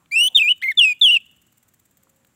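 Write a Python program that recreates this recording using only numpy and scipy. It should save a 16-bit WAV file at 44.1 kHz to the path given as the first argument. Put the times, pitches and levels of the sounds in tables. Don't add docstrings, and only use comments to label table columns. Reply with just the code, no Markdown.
import sys
import numpy as np
from scipy import signal
from scipy.fft import rfft, irfft
from scipy.io import wavfile

SR = 44100
rng = np.random.default_rng(int(sys.argv[2]) if len(sys.argv) > 2 else 0)


def transcribe(u):
    v = np.clip(np.atleast_2d(u).T, -1, 1)
    q = np.round(v * 32767).astype(np.int16)
    wavfile.write(sys.argv[1], SR, q)


N = 103635
TIME = np.arange(N) / SR


def thrush():
    # t/s, f/Hz, level/dB, overtone gain/dB
    rise = [(0.112, 2040, -43, -13.5), (0.1215, 2346, -23, -13), (0.1454, 2395, -19, -20),
            (0.1514, 2490, -20, -18.5), (0.1679, 2690, -11.8, -20.5), (0.1813, 2675, -14.5, -15.5),
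            (0.2113, 2850, -12.5, -13.5), (0.2143, 2894, -12.5, -19), (0.2442, 2985, -14, -7),
            (0.2487, 2941, -13.5, -12.5), (0.2786, 3076, -16.5, -7.5), (0.2846, 3570, -21.5, -29),
            (0.2886, 3220, -33.5, -21)]
    scoop = [(0.3465, 3705, -36, -12), (0.35, 3677, -13, -29), (0.3634, 3674, -5.5, -29),
             (0.3694, 3495, -11.5, -31.5), (0.3769, 3110, -11.5, -18.5), (0.3814, 3227, -11.5, -26.5),
             (0.4009, 2490, -16.5, -19), (0.4233, 2680, -11.5, -29.5), (0.4263, 2462, -17.5, -28),
             (0.4443, 2371, -18.5, -19.5), (0.4727, 2466, -17.5, -26.5), (0.4892, 2640, -12.0, -30.5),
             (0.4922, 2840, -15.5, -22.5), (0.5086, 2975, -12.5, -31), (0.5191, 2925, -10, -28.5),
             (0.5236, 3064, -15, -29), (0.5366, 2655, -44, -27.5)]
    low_note = [(.6165, 1490, -51.5, -2.5), (0.623, 1660, -44, -8.5), (0.6215, 1897, -29, -12.5),
                (0.631, 2058, -25.5, -21.5), (0.644, 2157, -20.5, -23), (0.656, 2089, -21, -28.5),
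                (.675, 2054, -23.5, -24), (.689, 2228, -15, -32.5), (.712, 2073, -21, -26),
                (0.7145, 1966, -28.5, -16), (.718, 1910, -23, -19.5), (.729, 1680, -50, -13.5)]
    fall = [(.7717, 3646, -37.5, -34), (.776, 3597, -14.5, -26), (.786, 3498, -11, -40),
            (.793, 3390, -7.5, -23), (.805, 3015, -13.5, -29), (.809, 2930, -8.5, -40),
            (.818, 2880, -7, -30.5), (.823, 2792, -12.5, -22.5), (.843, 2727, -11.5, -23.5),
            (.849, 2594, -12, -23.5), (.86, 2553, -14, -25.5), (.9265, 2443, -21, -25),
            (.932, 2326, -30, -15.5), (.936, 2340, -50, -19)]
    last_fall = [(1.012, 3936, -25.5, -17), (1.017, 3590, -9, -39.5), (1.0234, 3566, -10, -28.5),
                 (1.0558, 3230, -8, -23.5), (1.0614, 3020, -11.5, -21.5), (1.0733, 3023, -10.0, -28),
                 (1.0921, 2752, -13, -19.5), (1.1048, 2770, -10, -28), (1.1147, 3010, -14, -29),
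                 (1.1179, 2965, -12, -28.5), (1.1392, 2896, -13, -29.5), (1.1577, 2807, -15.5, -36),
                 (1.1709, 2637, -12, -30.5), (1.182, 2260, -45.5, -16)]
    overtones = [(-1.5, -5, -11, -16, -20.5, -3), (-8.5, -6, -18.5, -13.5, -12, -2.5),
                 (-8.5, -6, -17.5, -9, -11.5, -4), (-2, -2, -11, -14, -16, -15.5),
                 (-3, -3.5, -11, -18, -21.5, -18.5)]
    # f/Hz, gain/dB
    throat = [(2900, 29), (3700, 16.5), (4300, 0), (5700, -5.5), (6500, -8.5), (7400, 2), (8600, 3),
              (9800, -0.5), (11500, -6), (13000, -6), (14700, 1.5), (15700, -6)]
    notes = [rise, scoop, low_note, fall, last_fall]
    fades_db_per_khz, middle_hz = [-1.5, 20, 0, 28.5, 13], 2537
    steady_jitter, flutter_swing = 0.0017, 0.14
    shimmer_db, waver_db, fuzz_rad = 1, 1.5, 0.1

    flutter, jitter, rush, fizz = rasp()
    bend = 1 + (steady_jitter + jitter) * band(0, 250) + flutter_swing * flutter
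    tremble = (1 + flutter) * amp(shimmer_db * band(0, 110))
    air = breath(rush, fizz)
    wavers = [(waver_db * band(0, 70), fuzz_rad * band(0, 400.5)) for _ in overtones[0]]
    song = np.zeros(N)
    for note, mix, fade_db_per_khz in zip(notes, overtones, fades_db_per_khz):
        times, *columns = np.transpose(note)
        on = gate(times[0], times[-1], edge_s=0.00195)
        at = on > 0
        hz, level_db, bright_db = (glide(times, column)[at] for column in columns)
        phase = 2 * np.pi * np.cumsum(hz * bend[at]) / SR
        fade_db = fade_db_per_khz * np.maximum(hz - middle_hz, 0) / 1000
        tone = np.sin(phase)
        for k, (mix_db, (waver, fuzz)) in enumerate(zip(mix, wavers), 2):
            gain = amp(bright_db + mix_db + read(throat, k * hz) + waver[at] - (k >= 5) * fade_db)
            tone += (k * hz < SR / 2) * gain * np.sin(k * phase + fuzz[at])
        song[at] += on[at] * amp(level_db) * tremble[at] * (np.sqrt(2) * tone + air[at])
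    return song


def glide(times, values, turn_s=0.0012):
    bell = np.exp(-.5 * (2 * np.arange(-200, 201) / SR / turn_s) ** 2)
    return signal.fftconvolve(np.interp(TIME, times, values), bell / bell.sum(), "same")


def rasp():
    # start/s, end/s, flutter/Hz, depth/0-1, jitter/share of pitch,
    # rush/dB, fizz/dB (both relative to the whistle)
    stretches = [(0.236, .280, 520, 0.01, .005, -31.5, -30), (0.287, .292, 700, 0.56, .012, -26.5, -40),
                 (0.37, 0.385, 229.7, 0.19, .012, -25, -22), (0.386, 0.4, 230, 0.16, .007, -31.5, -32.5),
                 (0.49, .53, 480, 0, 0.0053, -38, -41.5), (.617, 0.642, 225, 0.37, .015, -24.5, -33.5),
                 (0.716, 0.738, 898, 0, 0.015, -22, -30), (0.794, .86, 400, 0.01, .004, -36.5, -43.5),
                 (0.88, 0.929, 400, 0.03, .003, -37.5, -35), (1.064, 1.113, 330, 0.04, .006, -37.5, -38.5),
                 (1.114, 1.158, 290, 0.06, .011, -31, -32.5), (1.153, 1.182, 330, 0.11, .012, -30, -52)]
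    flutter, jitter, rush, fizz = np.zeros((4, N))
    for start, end, hz, depth, share, rush_db, fizz_db in stretches:
        on = gate(start, end, edge_s=.004)
        flutter_hz = hz * (1 + 0.3 * band(0, 80))
        turns = np.cumsum((TIME > start) * flutter_hz) / SR
        flutter += on * depth * np.sin(2 * np.pi * turns)
        jitter += on * share
        rush += on * amp(rush_db)
        fizz += on * amp(fizz_db)
    return flutter, jitter, rush, fizz


def breath(rush, fizz):
    # f/Hz, level/dB
    rush_colour = [(500, -26), (1300, -22.5), (1800, -12.5), (2500, -4), (3300, 12), (4400, -5.5),
                   (6000, -15), (9000, -24.5), (15500, -36)]
    fizz_colour = [(3000, -29), (4800, -14.5), (6000, -0.5), (8300, 5), (10800, -14.5), (13500, -1.5),
                   (15500, 4.5)]
    steady_rush_db, steady_fizz_db, flicker_db = -39, -46, 1.5
    rushing = coloured(rush_colour) * (amp(steady_rush_db) + rush)
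    fizzing = coloured(fizz_colour) * (amp(steady_fizz_db) + fizz)
    return rushing + fizzing * amp(flicker_db * band(0, 90))


def cage(song, scatter_db=-11.5, decay_s=0.0024):
    # f/Hz, level/dB
    bars_colour = [(3500, -36), (5500, 1)]
    decay = np.exp(-TIME / decay_s)
    scatter = unit(coloured(bars_colour) * decay * (1 - decay)) / np.sqrt(N)
    return song + amp(scatter_db) * signal.fftconvolve(song, scatter)[:N]


def echoes(song):
    # f/Hz, level/dB
    far_colour = [(2000, -11.5), (2600, -8.5), (2950, 0), (3300, -5), (3700, -4.5), (5000, -14),
                  (9000, -15.5)]
    near_db, near_t60_s = -29.5, .2
    far_db, far_t60_s, far_build_s = -50.5, 0.75, 0.12
    wall_db, wall_delay_s = -38.5, .043
    near = coloured([(3800, 0.017), (7000, -4)]) * amp(-60 * TIME / near_t60_s) * (TIME > .002)
    far = coloured(far_colour) * amp(-60 * TIME / far_t60_s) * np.minimum(TIME / far_build_s, 1)
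    response = (amp(near_db) * unit(near) + amp(far_db) * unit(far)) / np.sqrt(N)
    response[round(wall_delay_s * SR)] += amp(wall_db)
    return signal.fftconvolve(song, response)[:N]


def ticks():
    # t/s, level/dB, length/s
    scrapes = [(0.301, -57, .008), (0.323, -59, 0.012), (0.558, -63, 0.012), (0.576, -56, .007),
               (0.75, -60, 0.0047), (0.945, -62.5, 0.01), (0.993, -55.5, 0.0084), (1.2013, -62, 0.0095),
               (1.254, -57.5, 0.012), (1.3116, -58, 0.0061), (1.3624, -59.5, 0.0093), (1.4167, -56, 0.0078),
               (1.466, -58, .008), (1.5211, -57.5, 0.0088), (1.5725, -55.5, .01), (1.6278, -57, .009),
               (1.6812, -56, 0.011), (1.7375, -55.5, 0.0084), (1.7945, -56.5, 0.0077), (1.8536, -57, .009),
               (1.9103, -57, 0.0058), (1.97, -53.5, .008), (2.029, -56, .007), (2.0934, -60, .01),
               (2.16, -62.5, .01), (2.247, -58, 0.0053), (2.268, -60.5, .007)]
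    # f/Hz, level/dB
    scrape_colour = [(300, -22.5), (1200, -12.5), (2200, -6), (2900, -16), (3600, -8.5), (5000, -18),
                     (6200, -8), (7000, -1), (8000, 4), (8700, -7.5), (10800, -10), (12600, -7), (13700, 4),
                     (14500, -7), (15600, 0)]
    rise_s, fall_s, tail_s, snap_s = .0005, .002, 0.014, 0.00043
    tail_db, snap_db, grain_db = -21, -11.5, 2.5
    envelope = np.zeros(N)
    for start, db, length in scrapes:
        age = TIME - start
        after = np.maximum(age - length, 0)
        fade = np.exp(-after / fall_s) + amp(tail_db) * np.exp(-after / tail_s)
        snap = amp(snap_db) * np.exp(-abs(age) / snap_s)
        envelope += amp(db) * np.clip(age / rise_s, 0, 1) * (fade + snap)
    return envelope * unit(coloured(scrape_colour) * amp(grain_db * band(0, 500)))


def taps():
    # t/s, level/dB, centre/Hz, width/Hz, decay/s
    clicks = [(0.059, -50.5, 2004, 1210, 0.0026), (2.071, -56.5, 1258, 350, .0025),
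              (2.2483, -54, 2307, 1296, 0.0018)]
    return sum(amp(db) * (TIME > start) * np.exp(-abs(TIME - start) / decay) * band(hz, width)
               for start, db, hz, width, decay in clicks)


def garden():
    # start/s, end/s, level/dB, centre/Hz, width/Hz
    stirs = [(0, 0.052, -68.5, 1050, 260), (.235, 0.258, -57.5, 650, 282), (.29, 0.342, -60, 780, 219),
             (.35, 0.516, -63.5, 680, 330), (.36, 0.402, -54.5, 150, 120), (.79, .85, -62.5, 130, 98.5),
             (1.05, 1.16, -64, 200, 199), (1.64, 1.713, -74, 1200, 496.5), (1.98, 2.35, -78, 800, 606.4)]
    # f/Hz, level/dB
    rumble_colour = [(20, -27.5), (40, -14), (70, -1.5), (105, 0.5), (250, -2), (420, -13), (750, -15.5),
                     (1600, -16), (3000, -19.5), (5200, -27), (7500, -18.5), (9000, -24.5), (14000, -24.5),
                     (16000, -27)]
    hiss_colour = [(3000, -23), (5500, -16.5), (7500, 11), (9000, -17), (12000, -19), (16000, -14.5)]
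    rumble_db, sway_db, hiss_db = -65.5, -0.37, -78.5
    hum_hz, hum_db = 536, -75.5
    rustles = sum(amp(db) * gate(start, end, edge_s=0.036) * band(hz, width)
                  for start, end, db, hz, width in stirs)
    hum = amp(hum_db) * gate(1.97, 2.295, edge_s=0.045) * np.sqrt(2) * np.sin(2 * np.pi * hum_hz * TIME)
    rumble = amp(rumble_db + sway_db * band(0, 10)) * coloured(rumble_colour)
    return rumble + amp(hiss_db) * coloured(hiss_colour) + rustles + hum


def amp(db):
    return 10 ** (np.asarray(db) / 20)


def unit(x):
    return x / np.sqrt(np.mean(x ** 2) + 1e-20)


def read(points, hz):
    f, value = np.transpose(points)
    return np.interp(np.log(hz + 1), np.log(f + 1), value)


def noise(shape):
    white = rfft(rng.standard_normal(N))
    return unit(irfft(white * shape(np.fft.rfftfreq(N, 1 / SR)), N))


def coloured(points):
    return noise(lambda f: amp(read(points, f)))


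def band(centre_hz, width_hz):
    return noise(lambda f: np.exp(-.5 * ((f - centre_hz) / width_hz) ** 2))


def gate(start, end, edge_s):
    return np.clip(np.minimum(TIME - start, end - TIME) / edge_s + .5, 0, 1)


def scene():
    song = cage(thrush())
    return (song + echoes(song) + ticks() + taps() + garden())[None]


def record(dry):
    cutoff_hz = 15850
    lowpass = signal.firwin(511, cutoff_hz, window=("kaiser", 9), fs=SR)
    return signal.oaconvolve(dry, lowpass[None], "same")


dry = scene()
out = record(dry)
transcribe(out)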